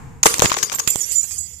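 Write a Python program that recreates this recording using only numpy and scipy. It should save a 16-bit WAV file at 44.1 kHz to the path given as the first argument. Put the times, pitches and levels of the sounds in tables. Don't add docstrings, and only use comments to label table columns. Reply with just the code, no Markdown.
import sys
import numpy as np
from scipy import signal
from scipy.fft import rfft, irfft, next_fast_len
from scipy.io import wavfile
from scipy.ndimage import uniform_filter1d

SR = 44100
rng = np.random.default_rng(int(sys.argv[2]) if len(sys.argv) > 2 else 0)


def transcribe(signal):
    frames = np.atleast_2d(signal).T
    limited = np.clip(frames, -1, 1)
    pcm = np.round(limited * 32767).astype(np.int16)
    wavfile.write(sys.argv[1], SR, pcm)


N = 70560

# frequency in Hz, level in dB.
WIND_TONE = [(20, -7), (45, -19), (75, 3.5), (120, -7.5), (220, -19), (500, -51)]
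AIR_TONE = [(20, -2.5), (120, 1.5), (250, -14), (380, -26.5), (470, -16), (560, -38), (820, -19.5),
            (1200, -27), (2300, -32.5), (3500, -47), (5500, -46), (7300, -34.5), (9000, -50),
            (15000, -68.5)]
# time in seconds, level in dB.
WIND_LEVELS = [(0, -38), (.14, -38.5), (.25, -46), (.7, -61), (1.1, -53), (1.6, -49)]
AIR_LEVELS = [(0, -37), (.23, -45.5), (.45, -45), (1.6, -59.5)]
# start and length in seconds, thud and knock levels in dB,
# knock pitch in Hz, crack and glass levels in dB, pan of the body (thud, knock, crack), pan of the glass.
GLASS_BLOWS = [(0.2303, 0.006, -62, -24, 887, -16, -9.5, -3.5, 4.5),
               (0.2568, 0.0034, -40, -3.5, 784, -11, -4.5, 12, 4),
               (.2605, 0.0037, -25.5, -9.5, 465, -16, -5, 8, -5),
               (0.266, 0.0017, -26, -7, 1670, -8.5, -4, 8.5, -1),
               (0.3403, 0.0022, -43, -26, 1100, -16, -12.5, 2.5, -1.5),
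               (0.3826, 0.00084, -42, -24, 1090, -31, -15.5, 3, -8.5),
               (0.3945, 0.00092, -19.5, -58, 514, -17, -9.5, 25.5, 11),
               (.4015, 0.00088, -45, -36, 706, -17, -18, 17.5, 12),
               (0.4097, 0.00083, -51, -33, 910, -27, -25, -5, -12),
               (0.4201, 0.0012, -29.5, -6.5, 1430, -15, -5, 12, -11.5),
               (0.4217, 0.002, -21, -7, 474, -20, -25, 9.5, -1),
               (0.441, 0.0035, -19, -31, 690, -24, -35, -10, -1),
               (0.447, 0.00032, -15.5, -22.5, 980, -15.5, -26, 25, 3),
               (0.4533, 0.00041, -47, -40, 600, -14, -9.5, -8, 0),
               (0.4574, 0.0017, -15.5, -21, 1840, -9, -19, -6, 3),
               (.497, 0.0084, -38, -33, 1330, -23, -29, -4, -12),
               (0.517, 0.0021, -39, -11, 1050, -16.5, -36, 9.5, 10),
               (0.524, 0.0095, -64, -39, 1147, -28.5, -24.5, -12, 4),
               (0.54, 0.0026, -44, -20, 1400, -24, -22, 7, 12),
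               (0.547, 0.0015, -54, -25, 1160, -20, -32, 0, 4),
               (0.5666, 0.0038, -45, -23, 1007, -25, -25.5, 12, 12),
               (0.57, 0.0037, -44, -24.5, 492, -33, -36, 3.5, -8),
               (0.586, 0.0032, -60, -39, 1270, -24, -25, 4, 9),
               (.628, 0.0049, -37, -23.5, 1330, -19, -12, 7, 7),
               (.637, 0.0016, -29.5, -41, 700, -30.5, -22.5, 3.5, 8),
               (0.6977, 0.00099, -61, -51, 1200, -24, -29, 14, 7),
               (0.718, 0.0036, -58, -28.5, 1250, -32, -29, 14, 12),
               (0.7246, 0.0068, -50, -36, 594, -30, -22.5, 2, -8.5),
               (0.737, 0.0093, -44.5, -32.5, 963, -33.5, -29, 9, -6),
               (0.755, 0.0056, -41, -40.5, 900, -35.5, -29, 1, -15),
               (.785, 0.0026, -48, -26, 1490, -30.5, -30, 9, -7),
               (0.7907, 0.0045, -57, -38, 482, -35, -19.5, 3, -13.5),
               (0.797, 0.0054, -61, -27.5, 1157, -27, -17, 8.5, 10),
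               (0.8753, 0.0015, -23, -39.5, 170, -14.5, -12.5, -12, -11),
               (0.877, 0.0055, -51, -51, 590, -27, -29, 10, -15),
               (0.9034, 0.0054, -42, -62, 786, -49, -21, -15, -14),
               (0.958, 0.00047, -25.5, -28.5, 667, -28.5, -11.5, -23.5, -12),
               (1.24, 0.011, -50, -53.5, 785, -45.5, -56, 3.5, -7),
               (1.308, 0.012, -71, -78, 850, -43.5, -42, -7, -12),
               (1.375, 0.0016, -69, -56, 810, -64, -42, 5, -12)]
# frequency in Hz, level in dB.
THUD_TONE = [(20, -6), (50, 2), (110, 5), (250, 1), (450, -2.5), (1000, -13), (3000, -48)]
CRACK_TONE = [(500, -17), (1300, -2), (2200, 0.5), (3500, -1.5), (5200, -3.5), (7000, -9.5), (15000, -36)]
# frequency in Hz, level in dB.
MIC_LEFT_TONE = [(2500, -57.5), (4800, -9.5), (6300, 3.5), (7200, -4), (8000, -7), (10000, -22),
                 (14500, -21.5)]
MIC_RIGHT_TONE = [(2500, -37.5), (5000, -9.5), (6700, 4), (7500, 6.5), (8400, -1), (10500, -7.5),
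                  (14500, -6.5)]
# pitch in Hz, level in dB, fade time in seconds.
MOUNT_NOTES = [(465, -0.5, 0.13), (689, -16.5, 0.14), (1069, -6.5, 0.32), (1162, -2.5, 0.42),
               (2094, -5, 0.25)]
# start in seconds, pitch in Hz, level in dB, fade time in seconds,
# time in the air in seconds, pan.
SHARDS = [(0.23, 6680, -13, 0.076, 0.0043, -22), (.268, 9500, -22.5, 0.29, 0.098, -4),
          (0.424, 6795, -26.5, .59, 0.19, -10.5), (.57, 6230, -43, 0.29, 0.059, -7),
          (0.574, 7900, -39, 0.37, 0.024, -14), (0.633, 6740, -19, 0.1, 0.037, 12),
          (.635, 4780, -37, 0.69, 0.084, 11), (.637, 9550, -28, 0.22, 0.044, 2),
          (.627, 13700, -38, .2, .038, 14), (0.7483, 7400, -26.5, 0.14, 0.0155, -18.5),
          (.7465, 12630, -37, 0.22, 0.036, -22), (.7465, 13800, -35, 0.26, 0.037, -14),
          (.747, 12400, -38, 0.091, .015, -23), (0.794, 6740, -33.5, 0.43, 0.13, 6),
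          (0.901, 7170, -22, .2, 0.024, -15), (0.9029, 7500, -26.5, 0.36, 0.043, -17),
          (0.8995, 14100, -26.5, 0.088, .03, -24), (.902, 11950, -28, 0.079, 0.015, -28),
          (1.006, 6800, -27, .12, .03, -18), (1.02, 5920, -36.5, .36, 0.0388, -22),
          (1.06, 11320, -37.5, 0.22, 0.038, -24.5), (1.101, 6980, -35.5, 0.49, .017, -26),
          (1.1523, 7090, -25, .6, 0.064, -26), (1.1538, 9670, -40, 0.35, 0.047, -23),
          (1.231, 7040, -31.5, 0.12, 0.014, -35), (1.315, 4868, -46, 0.81, 0.26, -10),
          (1.3795, 7700, -35, 0.33, .09, -29), (1.3782, 6815, -34.5, 0.89, 0.074, -16.5),
          (1.3792, 10130, -43.5, 0.23, 0.03, -22)]
# start and fade time in seconds, dull and bright levels in dB,
# dull pan, bright pan.
SPLINTER_SHOWERS = [(0.239, 0.59, -31, -21, 4, -10), (0.265, 0.15, -17.5, -22.5, -5, -15),
                    (0.297, 1, -31, -33.5, -2, -1), (0.422, 0.36, -24, -19, 11, -4.5),
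                    (0.574, 1., -37.5, -31, 9.5, 8.5), (0.799, 0.94, -45.5, -38.5, 8, -13)]
# frequency in Hz, level in dB.
DULL_SHOWER_TONE = [(50, -7.5), (200, -5.5), (450, 10.5), (700, -3.5), (1100, 6.5), (1600, 1.5),
                    (3000, 1.5), (5000, 0.5), (7000, -14), (15000, -20.5)]
DULL_RATTLE_TONE = [(250, -14.5), (470, 5), (650, -10.5), (1200, -6.5), (2100, 2), (2800, 8.5), (3900, 0),
                    (5200, -2), (7000, -1.5), (15000, -32)]
# one list of pitches in Hz, one of their levels in dB.
PIECE_HZ = [479, 1986, 2137, 2509, 3289, 3424, 4242, 4868, 5245, 5965, 6819, 7106, 7128, 7203, 7360, 7510,
            7742, 8650, 9700, 10150, 11350, 12312, 13140, 14139]
PIECE_DB = [-25.5, -26, -23, -29.5, -20, -25, -18.5, -13, -16, -11, -19, -2, -8, 2, -6, -15, -16, -21.5,
            -14, -21.5, -23.5, -21, -33, -16]
# time in seconds, then levels in dB of the ring, bright jingle and dull jingle.
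RATTLE_LEVELS = [(.875, -44, -22.5, -25.5), (.925, -30, -35.5, -43.5), (.95, -37.5, -32.5, -43.5),
                 (1.015, -33, -32.5, -42), (1.08, -38, -37, -43), (1.125, -30, -30, -40.5),
                 (1.2, -40, -37, -60), (1.24, -41.5, -34.5, -46), (1.29, -43.5, -37, -49.5),
                 (1.34, -40.5, -36.5, -47.5), (1.4, -47.5, -38, -55.5), (1.46, -40.5, -46.5, -61.5),
                 (1.48, -41, -48, -56.5), (1.55, -45, -47, -62), (1.6, -48, -52.5, -60)]

TUMBLE_HZ = 90.76


def undb(db):
    return 10 ** (np.asarray(db) / 20)


def unit(x):
    return x / np.sqrt(np.mean(x ** 2, axis=-1, keepdims=True) + 1e-20)


def pan(db):
    return undb(np.array([[db], [-db]]) / 2)


def curve(rows, column=1):
    rows = np.array(rows)
    return undb(np.interp(np.arange(N) / SR, rows[:, 0], rows[:, column]))


def colour(x, points):
    n = next_fast_len(x.shape[-1] // 2 + 1024) * 2
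    hz, db = np.array(points, float).T
    log_hz = np.log(np.arange(n // 2 + 1) * SR / n + 1)
    cepstrum = irfft(np.log(undb(np.interp(log_hz, np.log(hz), db))))
    cepstrum[1:n // 2] *= 2
    cepstrum[n // 2 + 1:] = 0
    return irfft(rfft(x, n) * np.exp(rfft(cepstrum)), n)[..., :x.shape[-1]]


def noise(n, shared):
    hiss = rng.standard_normal((3, n))
    return np.sqrt(shared) * hiss[2] + np.sqrt(1 - shared) * hiss[:2]


def wobble(hz):
    step = max(int(SR / hz), 2)
    zigzag = np.interp(np.arange(N) / step, np.arange(N), rng.standard_normal(N))
    return unit(uniform_filter1d(zigzag, step // 2))


def resonate(hits, hz, fade_s):
    pole = np.exp((2j * np.pi * hz - np.log(1000) / fade_s) / SR)
    return signal.lfilter([1], [1, -pole], hits)


def add(out, start, x):
    i = int(start * SR)
    out[:, i:i + x.shape[-1]] += x[:, :N - i]


def outdoors():
    wind = unit(colour(noise(N, shared=0.96), WIND_TONE)) * undb(2 * wobble(hz=9.2))
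    bass_cut = signal.butter(2, 169, "high", fs=SR, output="sos")
    air = signal.sosfilt(bass_cut, colour(noise(N, shared=0.18), AIR_TONE))
    return wind * curve(WIND_LEVELS) + unit(air) * curve(AIR_LEVELS)


def mic_brightness(x):
    return np.array([colour(x[0], MIC_LEFT_TONE), colour(x[1], MIC_RIGHT_TONE)])


def blows():
    out, t = np.zeros((2, N)), np.arange(4096) / SR
    push = unit(colour(1. * (t == 0), THUD_TONE))
    wander_octaves, left_lag_s = 0.3, 0.00029

    def envelope(length, fade_s):
        return undb(-60 * np.maximum(t - length, 0) / (fade_s + 1.8 * length))

    def burst(length, shape, shared):
        fade = envelope(length, fade_s=0.0039)
        return unit(shape(noise(len(t), shared) * fade)) * np.sqrt(np.mean(fade ** 2))

    for start, length, thud_db, knock_db, hz, crack_db, glass_db, body_pan, glass_pan in GLASS_BLOWS:
        cycles = np.cumsum(hz * 2 ** (wander_octaves * wobble(hz)[:len(t)])) / SR
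        knock = np.sqrt(2) * np.sin(2 * np.pi * cycles) * envelope(length, fade_s=0.0059)
        thud = push * np.sqrt(np.mean(envelope(length, 0.0077) ** 2))
        low = undb(thud_db) * thud + undb(knock_db) * knock
        low_left = np.interp(t - left_lag_s, t, low, left=0)
        crack = undb(crack_db) * burst(length, lambda x: colour(x, CRACK_TONE), shared=0.13)
        splash = undb(glass_db) * burst(length, mic_brightness, shared=0.041)
        body = np.array([low_left, low]) + crack
        add(out, start, body * pan(body_pan) + splash * pan(glass_pan))
    return out


def mount(hits):
    return undb(-59) * sum(undb(db) * resonate(hits, hz, fade_s).imag for hz, db, fade_s in MOUNT_NOTES)


def clinks():
    out, t = np.zeros((2, N)), np.arange(SR // 4) / SR
    rise_s, landing_s, max_split_hz, twin_db, flutter_db = 0.0008, 0.0013, 131, -7, 3
    for start, hz, db, fade_s, flight_s, pan_db in SHARDS:
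        fade = undb(-60 * t / fade_s) * np.minimum(t / rise_s, 1)
        landing = np.exp(-np.maximum(t - flight_s, 0) / landing_s)
        twin_hz = hz + max_split_hz * rng.uniform(0.2, 1) * rng.choice([-1, 1])
        tone = sum(gain * np.sqrt(2) * np.sin(2 * np.pi * (pitch * t + rng.random((2, 1))))
                   for pitch, gain in [(hz, 1), (twin_hz, undb(twin_db))])
        level = undb(db + flutter_db * wobble(TUMBLE_HZ)[:len(t)])
        add(out, start, tone * fade * landing * level * pan(pan_db))
    return out


def jingle(fade_s, tick_db, scatter_db, count):
    rings, ticks, t = np.zeros((2, N)), np.zeros((2, N)), np.arange(int(fade_s * SR)) / SR
    for slot, dice in enumerate(rng.random((count, 13))):
        start = (slot + dice[0]) / count * (N - 1) / SR
        size = undb(scatter_db * min(-np.log(1 - dice[1]), 3))
        hz = 300 + 14200 * dice[2:5, None] ** 1.3
        notes = np.sin(2 * np.pi * hz * t) * undb(-60 * t / (fade_s * (.5 + dice[5])))
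        strengths = dice[6:12].reshape(2, 3) - .5
        add(rings, start, size * (strengths * hz.T ** .12) @ notes)
        add(ticks, start, size * strengths[:, :1])
    return unit(unit(rings) + undb(tick_db) * unit(ticks))


def showers():
    out, t = np.zeros((2, N)), np.arange(N) / SR
    patter = jingle(fade_s=0.045, tick_db=-1, scatter_db=1.5, count=2200)
    dull, bright = unit(colour(patter, DULL_SHOWER_TONE)), unit(mic_brightness(patter))
    for start, fade_s, dull_db, bright_db, dull_pan, bright_pan in SPLINTER_SHOWERS:
        fade = (t > start) * undb(-60 * abs(t - start) / fade_s)
        out += fade * (undb(dull_db) * pan(dull_pan) * dull + undb(bright_db) * pan(bright_pan) * bright)
    return out


def rattle():
    ring, taps_per_s, flutter_db, drift_db = 0, 400, 3.5, 0.74
    for hz, db in zip(PIECE_HZ, PIECE_DB):
        taps = rng.random(N) < taps_per_s / SR
        note = resonate(taps + 1e-12, hz, fade_s=0.34)
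        note /= np.sqrt(abs(uniform_filter1d(abs(note) ** 2, size=900)) + 1e-9)
        stereo = (note * np.exp(2j * np.pi * rng.random((2, 1)))).imag
        ring += stereo * undb(db + flutter_db * wobble(TUMBLE_HZ) + drift_db * wobble(hz=6.06))
    ring = unit(ring) * pan(-19.5) * curve(RATTLE_LEVELS, column=1)
    shards = jingle(fade_s=0.12, tick_db=-6, scatter_db=3, count=1100)
    bright = unit(mic_brightness(shards)) * pan(-20) * curve(RATTLE_LEVELS, column=2)
    dull = unit(colour(shards, DULL_RATTLE_TONE)) * pan(-4) * curve(RATTLE_LEVELS, column=3)
    started = np.arange(N) / SR > RATTLE_LEVELS[0][0]
    return started * (ring + bright + dull)


def scene():
    hits = blows()
    return hits + mount(hits) + showers() + clinks() + rattle() + outdoors()


def record(dry):
    clip_hardness, top_hz = 4, 14550
    clipped = dry / (1 + abs(dry) ** clip_hardness) ** (1 / clip_hardness)
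    return signal.sosfilt(signal.ellip(8, .2, 60, top_hz, fs=SR, output="sos"), clipped)


dry = scene()
out = record(dry)
transcribe(out)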